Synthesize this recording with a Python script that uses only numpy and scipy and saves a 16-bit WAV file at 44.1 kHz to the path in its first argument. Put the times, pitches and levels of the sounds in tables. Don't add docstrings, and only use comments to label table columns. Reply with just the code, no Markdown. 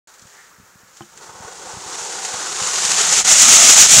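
import sys
import numpy as np
from scipy import signal
from scipy.fft import rfft, irfft
from scipy.io import wavfile
from scipy.ndimage import map_coordinates

SR = 44100
rng = np.random.default_rng(int(sys.argv[2]) if len(sys.argv) > 2 else 0)


def generate_wav(signal):
    frames = np.transpose(np.atleast_2d(signal))
    scaled = np.clip(frames, -1, 1) * 32767
    pcm = np.round(scaled).astype(np.int16)
    wavfile.write(sys.argv[1], SR, pcm)


N = 176400
T = np.arange(N) / SR

KNOCK_S, NEAR_FROM_S, NEAR_BY_S = 1.008, 2.91, 3.3
SLIPS_PER_S, SLIP_SPREAD_DB = 2500, 2


def amp(db):
    return 10 ** (np.asarray(db) / 20)


def unit(x):
    return x / np.std(x)


def envelope(points):
    return amp(np.interp(T, *np.array(points).T))


def colour(x, points):
    hz, db = np.array(points).T
    gain = amp(np.interp(np.log(np.fft.rfftfreq(N, 1 / SR) + 1), np.log(hz), db))
    cepstrum = irfft(np.log(gain), N)
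    cepstrum[1:N // 2] *= 2
    cepstrum[N // 2 + 1:] = 0
    return unit(irfft(rfft(x) * np.exp(rfft(cepstrum)), N))


def wander(per_s):
    return unit(map_coordinates(rng.standard_normal(N // 20), [T * per_s], order=3, mode="mirror"))


def grains(per_s, spread_db):
    size = amp(spread_db * np.minimum(rng.exponential(size=N), 2 * np.pi))
    occurs = rng.random(N) < per_s / SR
    return unit(occurs * np.sign(rng.standard_normal(N)) * size)


def approach(far, near):
    share = np.clip((T - NEAR_FROM_S) / (NEAR_BY_S - NEAR_FROM_S), 0, 1)
    return np.sqrt(1 - share) * far + np.sqrt(share) * near


def grass_hiss(tufts):
    # frequency_hz, gain_db
    far_spectrum = [(250, -49), (600, -28), (1500, -9.5), (2600, -9), (4000, -7), (5200, -5.5),
                    (6200, -1.5), (7000, 0), (8000, -5.5), (9500, -14), (11500, -26.5), (15500, -43)]
    near_spectrum = [(400, -41.5), (1100, -19.5), (2200, -10), (3050, -9), (3600, -9.5), (4800, -9),
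                     (6100, -1), (7000, 1), (8000, -5.5), (9500, -15), (11500, -24.5), (15500, -40)]
    # time_s, level_db
    brushing = [(.08, -49.5), (.26, -51.5), (.32, -48.5), (.44, -49.5), (.56, -56), (.93, -53), (1.0, -48),
                (1.1, -51.5), (1.24, -43.5), (1.34, -44.5), (1.45, -40.5), (1.8, -35.5), (2.0, -29.5),
                (2.5, -26.5), (2.65, -22), (3.0, -15.5), (3.08, -16.5), (3.17, -12), (3.26, -14),
                (3.29, -7.5), (3.37, -9.5), (3.42, -4.5), (3.46, -9), (3.55, -3.5), (3.59, -8), (3.7, -4),
                (3.77, -6), (3.82, 0), (3.86, -11.5), (3.92, -4)]
    # start_s, level_db, decay_s
    scuffs = [(.138, -44.5, .012), (.193, -42, 0.0033), (.215, -44, 0.018), (.268, -45, 0.0073),
              (.967, -41, 0.014), (1.172, -37, 0.011), (1.222, -40.5, 0.017), (2.247, -21, 0.019),
              (2.543, -30, 0.01), (2.622, -20, 0.017), (2.755, -18, 0.007), (2.849, -13.5, .012),
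              (2.915, -12, 0.0099), (3.392, -5, 0.0097)]
    attack_s, tuft_db = 0.0029, 0.96
    far = colour(grains(per_s=9000, spread_db=1.5), far_spectrum)
    near = colour(grains(per_s=9000, spread_db=1.5), near_spectrum)
    scuffing = 0
    for start_s, level_db, decay_s in scuffs:
        rise = np.clip((T - start_s) / attack_s, 0, 1)
        fall = np.exp(-np.maximum(T - start_s - attack_s, 0) / decay_s)
        scuffing += amp(level_db) * rise * fall
    return approach(far, near) * np.hypot(envelope(brushing) * amp(tuft_db * tufts), scuffing)


def stick_slip(pitch_hz, width_hz):
    slips = grains(SLIPS_PER_S, SLIP_SPREAD_DB)
    b, a = signal.iirpeak(pitch_hz, pitch_hz / width_hz / 2, fs=SR)
    return unit(signal.lfilter(b, a, signal.lfilter(b, a, slips)))


def hull_drone(tufts):
    # pitch_hz, width_hz, far_db, near_db
    modes = [(223, 86, -19.5, -4), (352.6, 55, -6.5, -17), (428, 57, -2, -9.5), (515, 55, -2.5, -9.5),
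             (643, 84, -10.5, 1), (770, 85, 1.5, 1), (904, 64, 0.5, -2), (1083, 116, 0, -4.5),
             (1280, 110, -3.5, 4.5), (1473, 110, -1.5, 0.5), (1880, 200, -6.5, -0.5)]
    # time_s, level_db
    rubbing = [(.08, -56.5), (.32, -58), (.375, -50.5), (.46, -63.5), (1.1, -61), (1.21, -43), (1.35, -43),
               (1.48, -36.5), (1.58, -41), (1.73, -37), (1.8, -37.5), (2.03, -34.5), (2.4, -32),
               (2.52, -33), (2.65, -30), (3.18, -26.5), (3.29, -24), (3.82, -21.5), (3.87, -29),
               (3.98, -21)]
    brighten_db_per_octave_s, even_at_s, pivot_hz = 2, 1.72, 780
    swell_db, tuft_db = 2, 1.5
    tilt_db_per_octave = brighten_db_per_octave_s * (np.clip(T, KNOCK_S, NEAR_FROM_S) - even_at_s)
    drone, power = 0, 0
    for pitch_hz, width_hz, far_db, near_db in modes:
        gain = approach(amp(far_db + tilt_db_per_octave * np.log2(pitch_hz / pivot_hz)), amp(near_db))
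        gain *= amp(swell_db * wander(per_s=11))
        drone += gain * stick_slip(pitch_hz, width_hz)
        power += gain ** 2
    return drone / np.sqrt(power) * envelope(rubbing) * amp(tuft_db * tufts)


def ground_contact():
    # landing_s, lift_s, drop_db
    skips = [(3.241, 0.039, 17.5), (3.756, 0.018, 4), (3.881, 0.022, 5)]
    settle_s = 0.0092
    loss_db = sum(drop_db * np.interp(T, [landing_s - lift_s, landing_s, landing_s + settle_s], [0, 1, 0])
                  for landing_s, lift_s, drop_db in skips)
    return amp(-loss_db)


def ring(start_s, modes):
    age = np.maximum(T - start_s, 0)
    return sum(amp(db - 60 * age / t60) * np.sin(2 * np.pi * hz * age) for hz, db, t60 in modes)


def shudder(blow, level_db, decay_s, low_hz):
    age = T[:SR // 8]
    tail = rng.standard_normal(len(age)) * np.exp(-age / decay_s)
    diffuse = amp(level_db) * signal.fftconvolve(blow, tail / np.linalg.norm(tail))[:N]
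    return signal.sosfilt(signal.butter(2, low_hz, "high", fs=SR, output="sos"), blow + diffuse)


def thuds():
    # start_s, level_db, pitch_hz
    lumps = [(.222, -44, 180), (0.251, -41, 150), (.583, -45, 150), (.598, -39, 180), (.63, -45, 140),
             (.755, -43, 160), (0.832, -44, 200), (1.293, -43, 110), (1.352, -44, 95), (1.403, -35, 160),
             (1.446, -37, 130), (1.663, -45, 140), (1.736, -36, 124), (1.768, -30.5, 140), (1.86, -39, 130),
             (2.013, -41, 170), (2.339, -33, 165), (2.616, -30, 135), (2.854, -34, 170), (3.5, -25, 180)]
    # pitch_ratio, gain_db, t60_s
    modes = [(.65, -14, .05), (1, -1, 0.038), (1.35, -6, 0.055)]
    push_s = 0.0017
    push = np.sin(np.pi * np.minimum(T[:SR // 50] / push_s, 1))
    ringing = sum(amp(level_db) * ring(start_s, [(pitch_hz * ratio, db, t60) for ratio, db, t60 in modes])
                  for start_s, level_db, pitch_hz in lumps)
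    softened = signal.fftconvolve(ringing, push / push.sum())[:N]
    return shudder(softened, level_db=-6, decay_s=0.011, low_hz=65)


def knock():
    # pitch_hz, gain_db, t60_s
    modes = [(156, -8, 0.073), (215, -5.5, 0.11), (345, -0.5, 0.096), (807, 2.5, 0.035), (1046, -6, .04),
             (1260, -5, .04), (1430, -8, .035)]
    return shudder(amp(-29.5) * ring(KNOCK_S, modes), level_db=-8, decay_s=0.015, low_hz=115)


def gear_tick():
    pitch_hz, level_db, t60_s = 3040, -38, 0.038
    return ring(start_s=1.021, modes=[(pitch_hz, level_db, t60_s)])


def rasp():
    # pitch_hz, width_hz, gain_db
    bands = [(1310, 400, -4), (1830, 210, 2)]
    peak_s, half_width_s, level_db = 0.39, 0.071, -48
    scrape = sum(amp(gain_db) * stick_slip(pitch_hz, width_hz) for pitch_hz, width_hz, gain_db in bands)
    return unit(scrape) * amp(level_db) * np.exp(-((T - peak_s) / half_width_s) ** 2)


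def rumble():
    # time_s, level_db
    levels = [(0, -77), (1.1, -65), (1.3, -59), (2.5, -54), (2.85, -47), (3.2, -47), (3.32, -49),
              (3.9, -42), (4, -22)]
    # frequency_hz, gain_db
    spectrum = [(20, -19), (60, -3.5), (120, -5.5), (170, 5), (215, -0.5), (280, -20), (800, -53)]
    return colour(grains(per_s=350, spread_db=1.0), spectrum) * envelope(levels)


def outdoor_wash():
    # frequency_hz, gain_db
    spectrum = [(30, -16), (150, -11), (400, -8), (850, -6.5), (1300, 1.5), (1650, -1), (2500, -11),
                (5000, -29.5), (10000, -18), (15500, -17)]
    level_db, waver_db = -52.5, 0.63
    return colour(rng.standard_normal(N), spectrum) * amp(level_db + waver_db * wander(per_s=13.6))


def wind():
    level_db, start_s, rise_s, cutoff_hz = -45, 3.04, 0.34, 85
    buffet = signal.sosfilt(signal.butter(2, cutoff_hz, fs=SR, output="sos"), rng.standard_normal(N))
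    return unit(buffet) * amp(level_db) * np.clip((T - start_s) / rise_s, 0, 1)


def scene():
    tufts = wander(per_s=70)
    sliding = ground_contact() * (grass_hiss(tufts) + hull_drone(tufts))
    return (sliding + thuds() + knock() + gear_tick() + rumble() + outdoor_wash() + wind() + rasp())[None]


def record(dry):
    start_s, ceiling, top_hz = 0.073, 0.89, 15700
    saturated = dry / (1 + (dry / ceiling) ** 16) ** (1 / 16)
    low_pass = signal.ellip(10, .1, 70, top_hz, fs=SR, output="sos")
    return signal.sosfilt(low_pass, saturated * (T > start_s))


dry = scene()
out = record(dry)
generate_wav(out)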